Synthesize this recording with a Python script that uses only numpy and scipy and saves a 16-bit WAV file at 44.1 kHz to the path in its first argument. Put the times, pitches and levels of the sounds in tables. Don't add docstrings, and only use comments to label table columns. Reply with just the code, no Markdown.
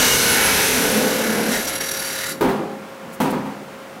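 import sys
import numpy as np
from scipy import signal
from scipy.fft import rfft, irfft
from scipy.io import wavfile
from scipy.ndimage import uniform_filter1d, map_coordinates

SR = 44100
rng = np.random.default_rng(int(sys.argv[2]) if len(sys.argv) > 2 else 0)


def persist_wave(psi):
    counts = np.round(np.clip(psi, -1, 1) * 32767).astype(np.int16)
    wavfile.write(sys.argv[1], SR, np.atleast_2d(counts).T)


N = 176400

# time in seconds, turns per second.
WHEEL_TURNS_PER_S = [(0, 36.38), (.8, 36.36), (1.0, 36.6), (1.3, 36.65), (1.55, 37.25), (1.9, 37.42),
                     (2.4, 37.4)]
# time in seconds, nominal swing of the bite in dB.
THROB_DB = [(0, 0), (1.0, 0), (1.3, 2), (1.55, 1), (1.85, 4), (2.05, 2.5), (2.15, 2.5), (2.3, 1.5)]
# centre in seconds, half-width in seconds, change in dB.
SKIPS = [(1.667, .005, -6), (1.794, 0.0098, -8), (1.809, .005, 2.5)]

# time in seconds, relative level in dB.
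RASP_ENV_DB = [(0.0, -20), (0.2, -22.5), (0.48, -20), (1.06, -26.5), (1.54, -29.5), (1.63, -33.5),
               (1.75, -29.5), (1.8, -37), (1.81, -28), (1.85, -36), (2.25, -34), (2.3, -39)]
HISS_ENV_DB = [(0.0, -18), (0.42, -23), (0.67, -22), (1.46, -33.5), (1.54, -25.5), (1.63, -32.5),
               (1.69, -26.5), (1.72, -37), (1.74, -31.5), (1.8, -35), (1.81, -31.5), (2.3, -32.5)]
GROWL_ENV_DB = [(0, -28), (.7, -30.5), (.85, -23.5), (1.0, -22), (1.29, -26), (1.39, -21.5), (1.44, -24.5),
                (1.5, -23.5), (1.58, -26), (1.65, -32.5), (2.0, -43), (2.3, -60)]
RUMBLE_ENV_DB = [(0.0, -35), (0.91, -40), (0.94, -55), (1.47, -53), (1.52, -43), (2.18, -57), (2.25, -44),
                 (2.3, -63)]
SING_ENV_DB = [(0, -49), (.9, -51), (1.45, -43.5), (1.55, -29.5), (1.65, -36.5), (2.05, -35.5),
               (2.26, -32.5)]
SHRIEK_ENV_DB = [(0, -45), (.2, -29), (.5, -26), (.7, -28), (1.1, -32.5), (1.6, -35)]
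SQUEAL_ENV_DB = [(0, -61), (1.5, -42), (1.7, -39.5), (1.92, -36.5), (2.08, -37), (2.2, -40)]
# frequency in Hz, relative level in dB.
RASP_SPECTRUM = [(70, -5.5), (160, -5.5), (300, -2.5), (430, 4), (620, -3.5), (930, 0.5), (1130, -3),
                 (1500, 3), (1800, 0.5), (2200, 0.5), (2450, -2), (2900, -1), (3400, -7), (4500, -8)]
HISS_SPECTRUM = [(2300, -5), (3400, 0), (3900, 1.5), (4600, -0.5), (5200, 0.5), (5900, 4), (6600, 0.5),
                 (7700, -2), (8900, 0), (9500, -3.5), (10400, -4), (11300, -1.5), (12500, -4),
                 (14000, -4.5), (15600, -10.5)]
GROWL_SPECTRUM = [(70, -40), (140, -14), (180, -4.5), (215, -1.5), (255, 1), (320, -9.5), (390, -7),
                  (440, 0.5), (520, -6.5), (590, -8.5), (900, -12), (1400, -22.5)]
RUMBLE_SPECTRUM = [(15, -23), (35, 5.5), (90, 2), (150, 6.5), (300, -22)]
# frequency in Hz, width in Hz, relative level in dB.
SING_PEAKS = [(1240, 26, 0), (1437, 75, 7), (1720, 76, 3.5), (2103, 78, 8), (3850, 100, 6.5),
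              (4680, 85, -4), (7050, 65, 4), (9840, 85, 0)]
SHRIEK_PEAKS = [(10910, 190, -8.5), (11350, 1600, -14)]
# time in seconds, pitch in Hz, level in dB.
WALL_NOTE = [(.2, 1710, -42), (.42, 1850, -27), (.62, 1845, -42), (1.05, 1500, -45), (1.22, 1563, -32),
             (1.49, 1679, -35), (1.555, 1815, -26), (1.62, 1824, -42), (2.0, 1710, -40), (2.18, 1790, -38),
             (2.255, 1837, -31), (2.3, 1840, -40)]
# frequency in Hz, relative level in dB.
SQUEAL_TONES = [(4590, -4), (5700, -2.5), (10830, -13)]
# centre in seconds, half-width in seconds, frequency in Hz, level in dB.
FLARES = [(.08, 0.22, 2185, -29.5), (.08, .2, 2870, -29), (0.123, 0.19, 6150, -34),
          (0.244, 0.07, 4284, -31), (.33, 0.28, 1488, -28.5), (0.303, 0.093, 11050, -24.5),
          (0.45, .04, 11030, -25.5), (.9, .4, 1489, -36), (.53, .15, 2264, -31), (1.678, .014, 5700, -33),
          (1.69, .012, 10850, -30), (1.762, 0.011, 10830, -30), (1.809, 0.01, 5670, -32),
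          (1.996, 0.01, 10830, -28), (2.057, 0.0095, 10690, -31)]
# harmonic of the turn, centre in seconds, half-width in seconds, level in dB.
RIM_LUMPS = [(7, 0.71, 0.29, -31.5), (6, .98, 0.039, -22.5), (6, 1.3, 0.031, -23.5), (6, 1.215, 0.028, -28),
             (14, 1.08, 0.18, -25), (7, 1.395, 0.04, -26.5), (6, 1.5, 0.028, -21)]

# frequency in Hz, base level in dB.
WHINE_TONES = [(538.3, -45.5), (1077, -59), (1380, -57)]
# time in seconds, gain in dB.
WHINE_ENV_DB = [(2.25, 8), (2.75, 4.5), (4, 1)]
# frequency in Hz, relative level in dB.
IDLE_SPECTRUM = [(30, -27), (80, -12.5), (200, 1.5), (300, -0.5), (620, -2), (1200, -6), (2240, -11),
                 (3800, -19.5), (7800, -25), (15500, -30)]

# centre in seconds, sigma in seconds, level in dB, frequency in Hz, width in Hz.
SCRAPES = [(2.35, 0.042, -33, 267.5, 203), (3.087, 0.042, -33.5, 206.6, 50), (3.1, 0.11, -46, 770, 1120),
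           (3.142, 0.013, -43, 9300, 12100), (3.311, 0.0065, -35.5, 9900, 8000)]
# start in seconds, gain in dB, place from 0 (vise) to 1 (end), tilt in dB per octave.
KNOCKS = [(2.408, 0.5, 0.015, -1.17), (2.445, -3, 0.06, -4), (2.485, -7, 0.15, -1), (2.6, -13.5, 0, -3.5),
          (3.201, -1, 0.88, -0.5), (3.252, -7.5, 0.67, -3), (3.325, -7, 1, -2.5), (3.452, -15.5, 1, -1.5)]
# frequency in Hz, T60 in seconds, relative dB struck at vise, at end.
TUBE_MODES = [(150.4, 1, -19, -10.5), (206.3, 0.91, -7.5, -3.5), (248.2, 0.36, -6, 5), (272.3, 0.63, -4, 1),
              (334, 0.21, 6, -17), (389.2, 0.63, 1.5, -8), (428, 0.49, 4, -13), (513, 0.56, -5, -8),
              (802, 1, -9, -12), (888, 0.44, -6, -4.5), (962, 0.56, -8, -7.5), (1240, 0.52, -11, -18)]
# frequency in Hz, relative dB per half-octave band, T60 in seconds.
CLATTER_BANDS = [(45, -27, 0.22), (101, -26, 0.51), (195, -3.5, 0.63), (402, -8, 1), (910, -3, 0.7),
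                 (1820, -7, 0.56), (3440, -14.5, 0.66), (6840, -18.5, 0.6), (14000, -10.5, 0.31)]

RASP_REPEAT, HISS_REPEAT, GROWL_REPEAT = 0.66, 0.44, 0.31


def undb(db):
    return 10 ** (np.asarray(db) / 20)


def unit(x):
    return x / (np.std(x) + 1e-12)


def noise():
    return rng.standard_normal(N)


def clock():
    return np.arange(N) / SR


def curve(rows):
    return np.interp(clock(), *np.array(rows, float).T)


def bump(at_s, half_s):
    return np.exp(-((clock() - at_s) / half_s) ** 2)


def decay(t, t60_s):
    return np.exp(-np.log(1000) * t / t60_s)


def bins_hz():
    return np.maximum(np.arange(N // 2 + 1) * SR / N, 1)


def colour(x, spectrum):
    hz, db = np.array(spectrum, float).T
    f = bins_hz()
    rolloff = np.minimum(1, np.minimum(f / hz[0], hz[-1] / f)) ** 2
    gain = undb(np.interp(np.log(f), np.log(hz), db))
    return unit(irfft(rfft(x) * rolloff * gain, N))


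def resonate(x, peaks, order=1):
    f = bins_hz()
    response = sum(undb(db) / (1 + 1j * (f * f - hz * hz) / (f * width_hz)) ** order
                   for hz, width_hz, db in peaks)
    return unit(irfft(rfft(x) * response, N))


def drift(rate_hz):
    span = int(SR / rate_hz)
    return unit(uniform_filter1d(uniform_filter1d(noise(), span), span))


def wheel_bite_db(turns, high_spot_s=2.001):
    phase = 2 * np.pi * (turns - np.interp(high_spot_s, clock(), turns))
    wobble = curve(THROB_DB) * (1 + drift(28) / 2) * np.cos(phase + 0.34 * drift(20))
    skips = sum(db * bump(at_s, half_s) for at_s, half_s, db in SKIPS)
    return wobble + skips + 0.4 * drift(110)


def grit(turns, repeat, points_per_turn=1210, kept_per_turn=0.92):
    rim = rng.standard_normal((200, points_per_turn))
    worn = signal.lfilter([1], [1, -kept_per_turn], rim, axis=0)[40:].ravel()
    passing = unit(map_coordinates(worn, [turns * points_per_turn], order=3, mode="wrap"))
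    return np.sqrt(repeat) * passing + np.sqrt(1 - repeat) * noise()


def wall_note(width_hz=480):
    hz, db = (curve(np.array(WALL_NOTE)[:, [0, column]]) for column in (1, 2))
    phase = 2 * np.pi * np.cumsum(hz) / SR
    return undb(db) * (drift(width_hz) * np.sin(phase) + drift(width_hz) * np.cos(phase))


def squeal(hz):
    flutter = min(hz / 5200, 1)
    jitter_rad = 1.17 * flutter * (drift(160) + drift(38))
    flicker_db = 3 * flutter * drift(72)
    return np.sqrt(2) * np.sin(2 * np.pi * hz * clock() + jitter_rad) * undb(flicker_db)


def rim_lumps(turns):
    out = np.zeros(N)
    for harmonic, at_s, half_s, db in RIM_LUMPS:
        surge = np.sqrt(2) * undb(db + 1.9 * drift(35)) * bump(at_s, half_s)
        out += surge * np.sin(2 * np.pi * harmonic * turns + .5 * drift(29))
    return out


def cut(end_s=2.319, release_db_per_s=383):
    turns = np.cumsum(curve(WHEEL_TURNS_PER_S)) / SR
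    bite_db = wheel_bite_db(turns)
    rasp = colour(grit(turns, RASP_REPEAT), RASP_SPECTRUM)
    rasp *= undb(curve(RASP_ENV_DB) + 1 + 0.31 * bite_db)
    hiss = colour(grit(turns, HISS_REPEAT), HISS_SPECTRUM)
    hiss *= undb(curve(HISS_ENV_DB) + 0.5 + 0.79 * bite_db)
    wall = wall_note() * undb(bite_db / 2)
    sing = resonate(grit(turns, HISS_REPEAT), SING_PEAKS) * undb(curve(SING_ENV_DB) + bite_db)
    squeals = sum(squeal(hz) * undb(db) for hz, db in SQUEAL_TONES)
    squeals *= undb(curve(SQUEAL_ENV_DB) + 1.5 * bite_db)
    shriek = resonate(noise(), SHRIEK_PEAKS, order=2) * undb(curve(SHRIEK_ENV_DB) + bite_db)
    lumps = rim_lumps(turns)
    flares = sum(squeal(hz) * undb(db) * bump(at_s, half_s) for at_s, half_s, hz, db in FLARES)
    growl = colour(grit(turns, GROWL_REPEAT), GROWL_SPECTRUM) * undb(curve(GROWL_ENV_DB) + 1)
    rumble = colour(noise(), RUMBLE_SPECTRUM) * undb(curve(RUMBLE_ENV_DB) + 0.5)
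    contact = undb(-release_db_per_s * np.maximum(clock() - end_s, 0))
    return contact * (rasp + hiss + wall + sing + squeals + shriek + lumps + flares + growl + rumble)


def room(x, echo_db=-14.5, t60_s=.5):
    tail = rng.standard_normal(SR) * decay(np.arange(SR) / SR, t60_s)
    return x + undb(echo_db) * signal.fftconvolve(x, tail / np.linalg.norm(tail))[:N]


def motor(rush_db=-37.5):
    whine = np.zeros(N)
    for hz, db in WHINE_TONES:
        gain = np.sqrt(2) * undb(db + 0.5 * drift(17))
        whine += gain * np.sin(2 * np.pi * hz * clock() + 0.14 * drift(36))
    rush = colour(noise(), IDLE_SPECTRUM) * undb(rush_db + 0.19 * drift(24))
    return whine * undb(curve(WHINE_ENV_DB)) + rush


def scrapes():
    out = np.zeros(N)
    for at_s, sigma_s, db, hz, width_hz in SCRAPES:
        friction = resonate(noise(), [(hz, width_hz, 0)], order=2)
        out += friction * undb(db) * bump(at_s, np.sqrt(2) * sigma_s)
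    return out


def tube_ring(t, place, gain_db=-16.5):
    out = np.zeros(len(t))
    for hz, t60_s, vise_db, end_db in TUBE_MODES:
        gain = undb(gain_db + vise_db + place * (end_db - vise_db))
        detuned_hz = hz * (1 + 0.00726 * rng.standard_normal())
        out += gain * np.sin(2 * np.pi * (detuned_hz * t + rng.random())) * decay(t, t60_s)
    return out


def clatter(t, tilt_db_per_oct, gain_db=-17):
    out = np.zeros(len(t))
    band_hz, *columns = np.array(CLATTER_BANDS, float).T
    for hz in 45 * 2 ** np.arange(0, 8.6, .5):
        db, t60_s = (np.interp(np.log(hz), np.log(band_hz), column) for column in columns)
        bandpass = signal.butter(2, [hz / 2 ** .25, hz * 2 ** .25], "band", fs=SR, output="sos")
        band = unit(signal.sosfilt(bandpass, rng.standard_normal(len(t)))) / np.sqrt(2)
        out += band * undb(gain_db + db + tilt_db_per_oct * np.log2(hz / 500)) * decay(t, t60_s)
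    return out


def knocks(rise_s=0.0026):
    out, t = np.zeros(N), np.arange(SR) / SR
    attack = np.minimum(t / rise_s, 1)
    for start_s, db, place, tilt_db_per_oct in KNOCKS:
        blow = tube_ring(t, place) + clatter(t, tilt_db_per_oct)
        start = int(start_s * SR)
        out[start:start + SR] += (undb(db) * blow * attack)[:N - start]
    return out


def overload(x, ceiling=.3):
    low = signal.sosfilt(signal.butter(1, 2000, fs=SR, output="sos"), x)
    excess = low - ceiling * np.tanh(low / ceiling)
    return x - signal.sosfiltfilt(signal.butter(2, 2500, fs=SR, output="sos"), excess)


def scene():
    mono = room(cut()) + overload(knocks() + scrapes() + motor())
    return np.tile(mono, (2, 1))


def record(dry):
    return signal.sosfilt(signal.ellip(10, .2, 80, 15750, fs=SR, output="sos"), dry)


dry = scene()
out = record(dry)
persist_wave(out)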